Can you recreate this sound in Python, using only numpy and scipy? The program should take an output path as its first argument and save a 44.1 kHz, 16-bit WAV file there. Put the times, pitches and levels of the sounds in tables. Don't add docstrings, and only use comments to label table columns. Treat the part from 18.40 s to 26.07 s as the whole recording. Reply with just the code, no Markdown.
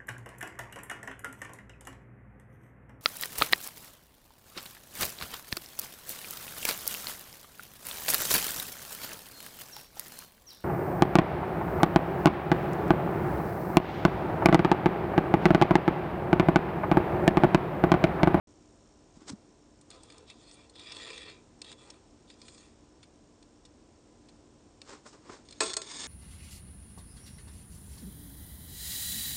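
import sys
import numpy as np
from scipy import signal
from scipy.fft import rfft, irfft
from scipy.io import wavfile

SR = 44100
rng = np.random.default_rng(int(sys.argv[2]) if len(sys.argv) > 2 else 0)


def dump_mix(stems):
    frames = np.atleast_2d(stems).T
    limited = np.clip(frames, -1, 1)
    pcm = np.round(limited * 32767).astype(np.int16)
    wavfile.write(sys.argv[1], SR, pcm)


N = 338247
T = np.arange(N) / SR
AGE = T[:SR // 3]

# f/Hz, width/Hz, level/dB
WHEEL_PEAKS = [(3452, 190, 3.5), (3670, 610, 4.5)]
SHELL_PEAKS = [(4116, 133, 3.5), (4283, 290, 8), (4930, 310, 6), (5400, 410, -0.5)]
CHASSIS_PEAKS = [(1896, 200, -4), (2386, 200, -2), (2666, 70, 0)]
AXLE_PEAKS = [(6560, 340, -5.5), (7200, 570, -3.5), (8160, 790, -4.5), (9150, 200, -6.5)]
TABLE_PEAKS = [(350, 72, 0), (455, 187, 3.5), (638, 100, -4), (876, 230, -4.5), (1005, 62, 1),
               (1158, 260, -3)]
# f/Hz, level/dB, T60/s
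CAR_MODES = [(3455, -1, .15), (4222, 0, .16), (4282, -3, .13), (4608, -3, .13), (4850, -6, .09),
             (5280, -7, .08), (5545, -8, .1), (6572, 0, .17), (6612, -4, .15), (7120, -7, .1),
             (7952, -1, .08), (8102, 0, .1), (8262, 1, .14)]


def amp(db):
    return 10 ** (np.asarray(db) / 20)


def unit(x):
    return x / np.sqrt(np.mean(x ** 2))


def add(out, start_s, sound):
    i = int(start_s * SR)
    out[i:i + len(sound)] += sound[:N - i]


def colour(x, points, lift_db=0):
    hz, db = np.transpose(points)
    f = np.arange(1025) * SR / 2048 + 1
    db = np.interp(np.log(f), np.log(hz), db) + lift_db * f ** 2 / (f ** 2 + 3000 ** 2)
    cepstrum = irfft(np.log(amp(db)))
    cepstrum[1:len(f) - 1] *= 2
    cepstrum[len(f):] = 0
    impulse = irfft(np.exp(rfft(cepstrum)))
    return signal.fftconvolve(x, impulse)[:len(x)]


def resonate(x, peaks):
    return sum(amp(db) * signal.sosfilt([np.concatenate(signal.iirpeak(hz, hz / width_hz, SR))] * 2, x)
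               for hz, width_hz, db in peaks)


def ring(modes):
    hz, db, t60_s = np.transpose(modes)[:, :, None]
    size = amp(db + 2 * rng.standard_normal(hz.shape))
    phase = 2 * np.pi * (hz * AGE + rng.random(hz.shape))
    partials = size * np.sin(phase) * amp(-60 * AGE / t60_s)
    return np.sum(partials, axis=0) / np.sqrt(np.sum(size ** 2) / 2)


def burst(decay_ms, shape, rise_ms=.05):
    ms = AGE * 1000
    fade = np.exp(-ms / decay_ms)
    rise = 1 - np.exp(-ms / rise_ms)
    x = shape(rng.standard_normal(len(AGE)) * fade * rise)
    return x * np.sqrt(np.sum(fade ** 2) / np.sum(x ** 2))


def drift(rate_hz):
    knots = rng.standard_normal(2000)
    return np.interp(T * rate_hz, np.arange(len(knots)), knots)


def grains(rate_hz, spread_db):
    size = amp(spread_db * np.minimum(rng.exponential(size=N), 4))
    hits = rng.random(N) < rate_hz / SR
    return unit(hits * size * rng.standard_normal(N))


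def push_gain(column, speed_power, tilt_db):
    # t/s, length/s, then level/dB of wheels, chassis, axles, table
    pushes = [(1.492, .11, -60.5, -68.5, -66, -57.5), (1.537, .36, -64, -70, -70.5, -59),
              (1.857, 0.096, -60, -63, -66, -66), (1.858, .5, -63.5, -69, -68.5, -67.5),
              (2.109, 0.057, -78, -78, -55, -78), (2.327, .13, -56, -70, -67, -59.5),
              (2.316, .73, -48.5, -52.5, -59, -55), (3.219, 0.15, -56, -59, -62, -59),
              (3.3, 0.34, -67, -67, -70, -62), (3.868, .1, -64, -71, -66, -80),
              (3.938, 0.44, -65.5, -69, -62, -68)]
    ease_from, ease_db = .81, -9
    energy = np.zeros(N)
    for start_s, length_s, *levels_db in pushes:
        during = (T > start_s) & (T < start_s + length_s)
        along = (T[during] - start_s) / length_s
        speed = np.abs(np.sin(np.pi * along))
        ease = np.maximum(along - ease_from, 0) / (1 - ease_from)
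        db = levels_db[column] + tilt_db * (along - .5) + ease_db * ease
        energy[during] += (speed ** speed_power * amp(db)) ** 2
    return np.sqrt(energy)


def table_roll():
    wheels = push_gain(0, speed_power=1.26, tilt_db=-8)
    chassis = push_gain(1, speed_power=1.27, tilt_db=7.7)
    axles = push_gain(2, speed_power=1.6, tilt_db=-5.5)
    table = push_gain(3, speed_power=.71, tilt_db=1.5)
    shell = amp(-.1) * np.sqrt(wheels * axles)
    chatter = grains(5000, spread_db=2) * amp(1.3 * drift(70))
    out = np.zeros(N)
    for gain, peaks in [(wheels, WHEEL_PEAKS), (shell, SHELL_PEAKS), (chassis, CHASSIS_PEAKS),
                        (axles, AXLE_PEAKS), (table, TABLE_PEAKS)]:
        out += gain * unit(sum(resonate(chatter, [peak]) * amp(3.35 * drift(25.026)) for peak in peaks))
    return out


def car_clicks():
    # t/s, relative level/dB, brightest f/Hz, decay/ms
    ticks = [(1.4112, -45, 8600, 3.8), (1.503, -33.5, 8420, 2.3), (1.5114, -38.5, 2680, 3.3),
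             (1.633, -39, 8680, 2.8), (1.701, -38.5, 3800, 3.2), (1.722, -39.5, 4200, 2.2),
             (1.7808, -38, 8000, 2), (1.8996, -34, 3380, 3.6), (2.1122, -35.5, 5200, 1.1),
             (2.2953, -44.5, 8500, 5.6), (2.355, -40.5, 3300, 3), (2.394, -37.5, 3700, 5),
             (2.5189, -30, 3500, 5.2), (2.566, -31.5, 3230, 2.9), (2.6197, -33, 3350, 2.3),
             (2.7023, -31, 2680, 4.1), (2.778, -30.5, 3340, 3.5), (2.898, -36, 2290, 2.3),
             (3.2164, -27, 5170, 2.9), (3.2445, -37, 3400, 3.5), (3.316, -33, 3370, 2.3),
             (3.3254, -35.5, 3500, 3.5), (3.5015, -33.5, 6500, 3.8), (3.9, -39.5, 3580, 4.6),
             (4.016, -37.5, 5040, 3.2), (4.082, -37, 2440, 4.9), (4.1788, -42, 4280, 2.1),
             (4.6289, -42, 2580, 7.5), (5.0264, -46, 4640, 3.1), (5.251, -44, 5330, 7.5),
             (5.8861, -46, 4630, 6.9), (6.4164, -31, 4300, 1.9), (7.0867, -38, 4900, 2.9),
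             (7.1083, -35.5, 6550, 2.7), (7.1243, -36.5, 4400, 4.7)]
    knock_db, ring_db = -20.5, -29
    out = np.zeros(N)
    for start_s, db, hz, decay_ms in ticks:
        band = [(hz / 4, -14), (hz / 2, -5), (hz, 0), (hz * 2, -8)]
        body = [(peak_hz, width_hz, peak_db + 3 * rng.standard_normal())
                for peak_hz, width_hz, peak_db in SHELL_PEAKS + CHASSIS_PEAKS + AXLE_PEAKS]

        def through_car(x):
            return colour(1.17 * x + resonate(x, body) + .85 * resonate(x, WHEEL_PEAKS), band)

        tick = burst(decay_ms, through_car, rise_ms=.81)
        knock = burst(decay_ms=5.8, shape=lambda x: resonate(x, TABLE_PEAKS))
        add(out, start_s, amp(db) * (tick + amp(knock_db) * knock + amp(ring_db) * ring(CAR_MODES)))
    return amp(-5.5) * out


def gate_clacks():
    # t/s, crack level/dB, decay/ms, treble lift/dB, track level/dB, shell level/dB
    blows = [(7.2045, -19.5, 2.3, 0, -58, -28), (7.2066, -16, 1.46, -15.5, -25, -50),
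             (7.236, -26, 4.8, 0, -55, -45), (7.3335, -26.5, 2.6, 4, -58, -47),
             (7.338, -22, 2.8, 5, -51, -61), (7.367, -17, 3.9, 8.5, -40, -37),
             (7.417, -29.5, 5.3, -1, -62, -66)]
    rocking = [(7.228 + k * .025, -41, 6, 0, -48.5, -39) for k in range(4)]
    # f/Hz, level/dB, T60/s
    track_modes = [(322, -8, .18), (368, -2, .18), (435, 1.5, .25), (505, -7, .1), (592, -6, .14),
                   (652, -3, .3), (863, -3, .13), (1038, 1, .17), (1078, 1, .17), (1194, -2, .15),
                   (1366, 2, .2), (1738, -3, .08), (2525, -1, .1), (2670, -3, .07)]
    # f/Hz, level/dB
    crack_spectrum = [(170, -35), (350, 2.5), (1100, -12.5), (2000, -5), (2550, -13), (3000, -4.5),
                      (3500, -1), (4600, 1.5), (6000, -7), (6600, -1.5), (8000, -3.5), (9000, -2)]
    clatter_spectrum = [(190, -36.5), (300, 2), (430, 1.5), (750, -4.5), (1100, -0.5), (1500, -3.5),
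                        (2050, -12), (2550, -1.5), (3000, -23), (4200, -7), (6000, -14), (8000, -4),
                        (9000, -40)]
    out = np.zeros(N)
    for start_s, crack_db, decay_ms, lift_db, track_db, shell_db in blows + rocking:
        crack = burst(decay_ms, lambda x: colour(x, crack_spectrum, lift_db), rise_ms=.47)
        clatter = burst(decay_ms=18.5, shape=lambda x: colour(x, clatter_spectrum))
        track = amp(-1) * ring(track_modes) + clatter
        add(out, start_s, amp(crack_db) * crack + amp(track_db) * track + amp(shell_db) * ring(CAR_MODES))
    return out


def track_run():
    # f/Hz, width/Hz, level/dB
    bed_peaks = [(396, 900, -7.5), (910, 760, -9.5), (1710, 170, -2.5), (2160, 290, -3), (2840, 500, -6.5),
                 (3510, 230, 3.5), (3670, 250, 1.5), (4370, 240, 1), (4920, 490, -0.5), (5480, 310, 0),
                 (6520, 200, 3.5), (7200, 670, -2.5), (8400, 870, -3)]
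    creep_s, gate_s, roll_s = 7.05, 7.2, 7.36
    attack_s, hold_s, release_s = .022, .099, .027
    creep = amp(-64) * (T > creep_s)
    attack = np.clip((T - gate_s) / attack_s, 0, 1)
    release = np.exp(-np.maximum(T - gate_s - hold_s, 0) / release_s)
    shake = amp(-39) * attack * release
    roll = amp(-29.5) * np.maximum(T - roll_s, 0)
    chatter = grains(5000, spread_db=1.8) * amp(1.8 * drift(110))
    bed = unit(sum(resonate(chatter, [peak]) * amp(1.4 * drift(50)) for peak in bed_peaks))
    return np.sqrt(creep ** 2 + shake ** 2 + roll ** 2) * bed


def finger_rubs():
    strokes = [(.772, -62.5, 26, 13, 14), (.82, -54.5, 12, 18, 4), (0.885, -42.5, 7.6, 8, 16.5),
               (0.901, -36, 8.8, 2.7, 19.5), (0.924, -51, 11, 7.6, 10), (6.503, -47.5, 30, 35, 7),
               (6.532, -51.5, 15, 32, 2), (6.662, -47, 4.7, 11, -5), (6.673, -52, 14, 36, 20),
               (6.73, -52, 1.8, 34, -0.5), (6.862, -58, 18, 55, 2), (6.898, -41.5, 2.5, 5.8, -12),
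               (6.932, -48.5, 27, 39, 5)]
    # f/Hz, level/dB
    spectrum = [(100, -13.5), (230, -5.5), (380, 4.5), (680, -7), (1050, -1.5), (1600, -9), (2800, -17),
                (5200, -14.5), (7800, -17.5), (9000, -26)]
    slips = grains(20000, spread_db=1) * amp(1.5 * drift(300))
    out = np.zeros(N)
    for peak_s, db, rise_ms, fall_ms, lift_db in strokes:
        first = int(peak_s * SR) - len(AGE) // 2
        span = slice(first, first + len(AGE))
        ms = (T[span] - peak_s) * 1000
        swell = np.exp(np.minimum(ms / rise_ms, -ms / fall_ms))
        add(out, T[first], amp(db) * swell * unit(colour(slips[span], spectrum, lift_db)))
    return out


def case_bumps():
    # t/s, level/dB, f/Hz, decay/ms
    nudges = [(0.77, -34, 223, 4.2), (.817, -38.5, 297, 6.7), (.9, -31, 274, 10.5), (.915, -36, 103, 10.3),
              (0.932, -24.5, 208, 6.1)]
    rise_s = .003
    out = np.zeros(N)
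    for start_s, db, hz, decay_ms in nudges:
        envelope = (1 - np.exp(-AGE / rise_s)) * np.exp(-AGE * 1000 / decay_ms)
        add(out, start_s, -amp(db) * envelope * np.sin(2 * np.pi * hz * AGE))
    return out


def room(x):
    t60_s, delay_s, tail_db = .58, .005, -20.5
    tail = rng.standard_normal(len(AGE)) * amp(-60 * AGE / t60_s) * (AGE > delay_s)
    tail = colour(tail, [(200, 17), (3000, -12.5), (9000, -28.5)])
    tail /= np.sqrt(np.sum(tail ** 2))
    return x + amp(tail_db) * signal.fftconvolve(x, tail)[:N]


def room_air():
    # f/Hz, relative density/dB
    spectrum = [(21, -37.5), (36, 0), (91, -1.5), (203, -6), (228, 0), (261, -5.5), (300, -0.5),
                (345, -2.5), (465, -7.5), (689, -11), (973, -16), (1070, -17.5), (2030, -25.5),
                (5000, -25.5), (8900, -27), (11600, -78.5), (19600, -120)]
    # f/Hz, rms level/dB
    tones = [(80.7, -76), (236.9, -73), (296.1, -69), (1007, -80)]
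    hz, db = np.transpose(spectrum)
    f = np.arange(N // 2 + 1) * SR / N + 1
    response = amp(np.interp(np.log(f), np.log(hz), db))
    noise = unit(irfft(rfft(rng.standard_normal(N)) * response, N))
    hum = sum(amp(tone_db) * np.sqrt(2) * np.sin(2 * np.pi * tone_hz * T + .57 * drift(14))
              for tone_hz, tone_db in tones)
    return amp(-59.5 + .5 * drift(4.07)) * noise + hum


def mains_sizzle():
    # f/Hz, level/dB
    spectrum = [(1000, -22), (4750, -20), (5400, 6.5), (6200, 3), (7600, 0.5), (8400, -17.5)]
    mains_hz, settle_s = 60, .68
    flare = .3 + np.sin(np.pi * mains_hz * T) ** 8
    level_db = -74.5 + 5 * np.exp(-T / settle_s)
    return amp(level_db) * unit(colour(flare * rng.standard_normal(N), spectrum))


def scene():
    car = car_clicks() + table_roll() + gate_clacks() + track_run()
    return (room(car) + finger_rubs() + case_bumps() + room_air() + mains_sizzle())[None]


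def record(dry):
    # f/Hz, level/dB
    port_dip = [(5500, 0), (5800, -2), (6050, -2.5), (6300, -2), (6500, 0)]
    open_s, cutoff_hz = .072, 9200
    heard = colour(dry[0] * (T > open_s), port_dip)
    lowpass = signal.ellip(10, .2, 70, cutoff_hz, fs=SR, output="sos")
    return signal.sosfilt(lowpass, heard)[None]


dry = scene()
out = record(dry)
dump_mix(out)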